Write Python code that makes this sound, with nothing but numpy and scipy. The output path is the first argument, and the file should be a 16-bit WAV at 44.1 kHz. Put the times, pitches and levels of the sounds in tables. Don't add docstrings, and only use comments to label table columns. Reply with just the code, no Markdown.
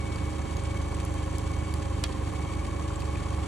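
import sys
import numpy as np
from scipy import signal
from scipy.fft import rfft, irfft
from scipy.io import wavfile

SR = 44100
rng = np.random.default_rng(int(sys.argv[2]) if len(sys.argv) > 2 else 0)


def materialize(psi):
    bounded = np.clip(np.atleast_2d(psi).T, -1, 1)
    quanta = np.round(bounded * 32767).astype(np.int16)
    wavfile.write(sys.argv[1], SR, quanta)


N = 153027
T, HZ = np.arange(N) / SR, np.fft.rfftfreq(N, 1 / SR)


def amp(db):
    return 10 ** (np.asarray(db) / 20)


def unit(x):
    return x / np.sqrt(np.mean(x ** 2) + 1e-20)


def read(points, hz):
    f, value = np.transpose(points)
    return np.interp(np.log(hz + 1e-6), np.log(f), value)


def curve(points):
    return np.interp(T, *np.transpose(points))


def add(mix, s, sound):
    start = max(round(s * SR), 0)
    part = mix[..., start:][..., :sound.shape[-1]]
    part += sound[..., :part.shape[-1]]


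def drift(rate_hz):
    slow = rfft(rng.standard_normal(N)) * np.exp(-(HZ / rate_hz) ** 2)
    return unit(irfft(slow, N))


def pan(db):
    db = np.atleast_1d(db)
    return amp(np.array([db, -db]) / 2)


# (frequency [Hz], likeness [0-1])
LIKENESS = [(50, 1), (110, .05), (300, 0.72), (480, 0.39), (700, 0.19), (1100, 1), (1400, 0.7),
            (2230, 0.97), (2700, 0.51), (4400, 0.31), (5000, 1), (6500, 1), (9500, 0.59), (11000, 1)]
# (frequency [Hz], left over right [dB])
BALANCE = [(80, -2), (200, -10.5), (320, -5), (460, -8.5), (600, -10), (750, -14), (900, -13.5),
           (1050, -8.5), (1400, -0.5), (1800, -2.5), (2250, 2.5), (3500, 3.5), (6500, 0), (12000, -0.5)]
# (frequency [Hz], phase lead [radians])
LEFT_LEAD = [(400, 0.5), (560, 1.56), (720, 2.5), (850, 1), (1100, -0.45), (1400, 1), (1700, -0.15),
             (2250, 0.65), (2800, 0.5), (4500, -0.35), (4900, 2.5), (5300, 2), (5900, -1.5), (7000, -0.5),
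             (9000, -1.46), (11000, -3), (16000, -16)]


def spread(pair, gain):
    left, other = rfft(pair) * gain
    same = np.clip(read(LIKENESS, HZ), 0, 1)
    right = same * left + np.sqrt(1 - same ** 2) * other
    right = right * np.exp(-1j * read(LEFT_LEAD, HZ))
    return unit(irfft(np.array([left, right]) * pan(read(BALANCE, HZ)), N))


def turns_from(turns, at):
    return (turns - at + .5) % 1 - .5


def strokes(turns, table, base):
    swells = sum(size * np.exp(-(turns_from(turns, at) / length) ** 2) for at, length, size in table)
    return base + swells


# (time [s], rate [firings/s])
FIRING_RATE = [(0, 25.852), (0.3, 24.963), (0.62, 25.31), (0.95, 24.798), (1.15, 25.568), (1.65, 25.286),
               (1.95, 24.607), (2.2, 24.347), (2.62, 24.657), (2.95, 24.144), (3.25, 24.196),
               (3.47, 23.417)]
# (multiple of the average firing rate, relative level [dB])
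EXHAUST_TONES = [(1, -47), (2, -7), (3, 0), (4, -4.5), (5, -14), (6, -17), (7, -20.5), (9, -31.5),
                 (12, -22), (16, -36)]
# (time [s], relative level [dB])
EXHAUST_LEVEL = [(0, -2), (.45, -1), (.7, 0), (1.25, -1), (1.5, 0.5), (2.0, -0.5), (2.8, -1.5), (3.47, 0.5)]
EXHAUST_DB, UNEVEN_DB, JITTER_S = -31, 0.65, 0.00019
PUFF_TURN, PUFF_LEAN = 0.136, .33
SMEAR_TURNS, PIPE_ORDER = .0045, 3.1


def exhaust():
    rate = curve(FIRING_RATE)
    firings = np.cumsum(rate) / SR
    at = np.flatnonzero(np.diff(np.floor(firings - PUFF_TURN)))
    puffs = np.zeros(N)
    for s, (size, late) in zip(T[at], rng.standard_normal((len(at), 2))):
        add(puffs, s + JITTER_S * late, amp([UNEVEN_DB * size]))
    order = HZ / rate.mean()
    smear = np.exp(-2j * np.pi * (PUFF_LEAN + SMEAR_TURNS * (order - PIPE_ORDER) ** 3))
    colour = amp(read(EXHAUST_TONES, order)) / (1 + (order / 20) ** 4)
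    pipe = np.fft.fftshift(irfft(smear * colour, N))
    thuds = unit(signal.fftconvolve(puffs, pipe, "same"))
    return amp(EXHAUST_DB + curve(EXHAUST_LEVEL)) * pan(db=-1.0) * thuds


# (time [s], rate [engine cycles/s])
CYCLE_RATE = [(0, 17.047), (0.5, 17.003), (0.77, 17.238), (0.95, 16.979), (1.5, 17.038), (1.76, 17.262),
              (2.14, 16.615), (2.35, 17.007), (2.82, 17.322), (3.05, 17.173), (3.22, 17.354),
              (3.47, 17.088)]


def slower_motor_turns():
    return np.cumsum(curve(CYCLE_RATE)) / SR


HUM_ORDERS = [3, 4, 6, 7, 8, 9, 10, 12, 14, 16, 17, 18, 19, 20, 22, 24, 26, 31, 32, 34, 48, 57, 64]
# (level [dB rms], left over right [dB])
HUM_LEVELS = [(-52.5, 16), (-44, -2.5), (-47, 0), (-51, -10), (-53.5, -12), (-52.5, -2), (-49, -3),
              (-50, 0.5), (-56, -6.5), (-57, -11.5), (-56, -4), (-46, -5), (-54.5, -10), (-54, -8),
              (-57.5, -4), (-55.5, -8.5), (-59.5, -10), (-59.5, -13), (-50, -9), (-55.5, -0.5), (-52.5, -1),
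              (-60.5, -1), (-58.5, 15.5)]
WAVER_DB, WANDER_TURNS = 1.0, 0.0007


def hum(turns):
    turns = turns + WANDER_TURNS * drift(rate_hz=7.1)
    out = np.zeros((2, N))
    mean_rate = curve(CYCLE_RATE).mean()
    for order, (db, side_db) in zip(HUM_ORDERS, HUM_LEVELS):
        phase = 2 * np.pi * (order * turns + rng.random())
        lead = read(LEFT_LEAD, order * mean_rate)
        level = np.sqrt(2) * amp(db + WAVER_DB * drift(rate_hz=3.4))
        out += level * pan(side_db) * np.cos([phase, phase - lead])
    return out


# (time [s], level [dB])
WHIR_LEVEL = [(0, -53.5), (1.2, -53), (2.1, -51.5), (2.7, -48.5), (3.47, -51)]
CHIRPS = [(.06, .07, .55, 67), (.24, .07, .6, 65), (.56, .115, 0.77, 66), (.78, .1, 0.98, 62.5)]
CHIRP_FALL_PER_TURN, CHIRP_ROUGH = 38, .3


def whir(turns):
    tone = 0
    for at, length, size, order in CHIRPS:
        since = turns_from(turns, at)
        swell = -(since / length) ** 2
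        phase = 2 * np.pi * since * (order - CHIRP_FALL_PER_TURN * since / 2)
        tone = tone + size * np.exp(swell + 1j * phase)
    tone = tone * amp(1.0 * drift(rate_hz=15))
    tone = tone * np.exp(1j * CHIRP_ROUGH * drift(rate_hz=72))
    both_sides = np.real([tone, tone * np.exp(-.6j)])
    return amp(curve(WHIR_LEVEL)) * pan(db=4.5) * unit(both_sides)


FIRING_STROKES = [(.53, 0.18, 0.33), (.79, 0.11, 0.76), (.96, 0.14, 0.51)]
VALVE_STROKES = [(.17, 0.095, 0.59), (.69, 0.034, 0.35)]
# (frequency [Hz], relative level [dB])
CASING_COLOUR = [(20, -14), (45, -5.5), (80, 0.5), (150, -4), (215, -10.5), (300, -5), (400, -8.5),
                 (450, -8.5), (500, -14.5), (560, -9.5), (660, -16.5), (740, -10), (870, -17),
                 (1050, -13.5), (1200, -15), (1500, -21), (2500, -27), (5000, -62), (16000, -86)]
# (frequency [Hz], relative level [dB])
VALVE_COLOUR = [(200, -33), (1200, -2), (1900, -1.5), (2600, -1.5), (3400, -3.5), (4000, -5.5),
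                (4900, -4.5), (5600, -10.5), (8000, -6), (10500, -10.5), (12000, -74), (16000, -53)]
# (frequency [Hz], width [Hz], level [dB])
COWLING = [(1710, 42, -61.5), (3154, 29, -61.5), (6183, 64, -63), (7550, 85, -65.5)]
# (time [s], relative level [dB])
RINGING_LEVEL = [(0, -1.5), (.7, 2), (1.5, 2), (2.2, -1.5), (2.7, 1), (3.47, 0.5)]
CASING_DB, VALVES_DB = -40, -49.5


def clatter(turns):
    thumps, ticks, rings = rng.standard_normal((3, 2, N))
    thumps = thumps * strokes(turns, FIRING_STROKES, base=1.0)
    casing = spread(thumps, amp(read(CASING_COLOUR, HZ)))
    ticks = ticks * strokes(turns, VALVE_STROKES, base=1.0) * amp(1.96 * drift(rate_hz=66))
    valves = spread(ticks, amp(read(VALVE_COLOUR, HZ)))
    power = sum(amp(db) ** 2 / width / (1 + ((HZ - hz) / width) ** 2) ** 2 for hz, width, db in COWLING)
    rings = rings * amp(curve(RINGING_LEVEL)) * strokes(turns, VALVE_STROKES, base=0.44)
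    cowling = spread(rings, np.sqrt(power))
    cowling_gain = np.linalg.norm([amp(db) for _, _, db in COWLING])
    return amp(CASING_DB) * casing + amp(VALVES_DB) * valves + cowling_gain * cowling


# (time [s], level [dB])
WHINE_LEVEL = [(0, -53), (.06, -50.5), (.2, -51), (.42, -57), (.77, -51), (.95, -57.5), (1.35, -57.5),
               (1.48, -54), (1.57, -55.5), (1.67, -51.5), (1.77, -59), (2.28, -59), (2.42, -51.5),
               (2.74, -52.5), (2.96, -63), (3.14, -52.5), (3.47, -59)]
WHINE_HZ, WHINE_WANDER_HZ, WHINE_FLICKER_DB = 2240, 22, 3.2


def whine(turns):
    pitch = WHINE_HZ + WHINE_WANDER_HZ * drift(rate_hz=88)
    phase = 2 * np.pi * np.cumsum(pitch) / SR
    level = strokes(turns, VALVE_STROKES, base=.9) * amp(WHINE_FLICKER_DB * drift(rate_hz=66))
    tone = level * np.cos([phase, phase - read(LEFT_LEAD, WHINE_HZ)])
    return amp(curve(WHINE_LEVEL)) * pan(db=3.5) * unit(tone)


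# (time [s], level [dB])
KNOCKS = [(2.038, -25), (2.0387, -15), (2.0407, -18), (2.0427, -26), (2.051, -33)]
# (frequency [Hz], relative level [dB], time to fall 60 dB [s])
KNOCK_MODES = [(667, -5, 0.032), (1203, 4.5, 0.048), (1404, -0.5, 0.028), (2205, -1, 0.043),
               (2600, -7, 0.025), (3300, -6, 0.091), (4450, -5, 0.04), (6100, -3, 0.021), (7400, -11, .02)]
CRACK_S, CRACK_TAIL_S, CRACK, CRACK_TAIL = 0.001, 0.012, 6.9, 1.4


def knock():
    out, t = np.zeros((2, N)), T[:SR // 5]
    crack_band = signal.butter(3, [700, 7500], "band", fs=SR)
    tail_band = signal.butter(4, [1200, 4900], "band", fs=SR)
    for s, db in KNOCKS:
        ring = 0
        for hz, level, t60 in KNOCK_MODES:
            start = rng.random() + 0.54 * rng.random((2, 1))
            ring = ring + amp(level - 60 * t / t60) * np.sin(2 * np.pi * (hz * t + start))
        noise = rng.standard_normal(len(t)) + 1.16 * rng.standard_normal((2, len(t)))
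        crack = signal.lfilter(*crack_band, noise * np.exp(-t / CRACK_S))
        tail = signal.lfilter(*tail_band, noise * np.exp(-t / CRACK_TAIL_S))
        hit = ring + CRACK * crack + CRACK_TAIL * tail
        add(out, s, amp(db) * hit / abs(hit).max())
    return out * pan(db=-1.0)


# (time [s], level [dB], pitch [Hz], splash share [0-1])
PLIPS = [(.160, -37, 4470, 0), (0.568, -29.5, 6400, 0.47), (.636, -35, 8600, 0.3),
         (.946, -32.5, 7900, 0.27), (1.050, -28, 10500, 0.7), (1.383, -29, 8800, 1),
         (1.739, -25.5, 4600, 0.66), (2.905, -29.5, 1330, 0.24), (2.959, -32, 7450, 0.2),
         (3.004, -30.5, 4450, 0.4), (3.021, -28, 2500, 0.6), (3.157, -27.5, 2350, 0.3)]
PLIP_S, PLIP_GLIDE_PER_S = .0025, 14


def plips():
    out, t = np.zeros((2, N)), T[:SR // 30]
    fade = (1 - np.exp(-t / 0.00029)) * np.exp(-t / PLIP_S)
    for s, db, hz, share in PLIPS:
        phase = 2 * np.pi * hz * (t + PLIP_GLIDE_PER_S * t ** 2 / 2)
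        bubble = np.sin([phase, phase - read(LEFT_LEAD, hz) / 2])
        splash_band = signal.butter(4, [hz * 0.43, min(hz * 2.7, 11800)], "band", fs=SR)
        splash = signal.lfilter(*splash_band, rng.standard_normal((2, len(t))))
        add(out, s, amp(db) * fade * ((1 - share) * bubble + share * splash))
    return out


# (frequency [Hz], relative level [dB])
WATER_COLOUR = [(100, -25), (1500, 0.5), (4000, -1.5), (5300, -7), (6500, -1.5), (8000, -4), (9200, -2),
                (10500, -5), (11200, 4.5), (12000, -91), (15500, -9), (17000, -36)]
WATER_DB, DROPS_PER_S, DROP_SPREAD_DB = -53.5, 2500, 3.5


def water():
    size = amp(DROP_SPREAD_DB * np.minimum(rng.exponential(1, N), 5))
    size = size * (rng.random(N) < DROPS_PER_S / SR)
    drops, hiss = rng.standard_normal((2, 2, N))
    patter = unit(size * drops) + 0.47 * hiss
    return amp(WATER_DB) * spread(patter, amp(read(WATER_COLOUR, HZ)))


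def scene():
    turns = slower_motor_turns()
    slower_motor = hum(turns) + whir(turns) + clatter(turns) + whine(turns)
    return exhaust() + slower_motor + knock() + plips() + water()


EDGE_HZ = 15900


def record(dry):
    low_pass = signal.firwin(511, EDGE_HZ, window=("kaiser", 9), fs=SR)
    return signal.oaconvolve(dry, low_pass[None], "same")


dry = scene()
out = record(dry)
materialize(out)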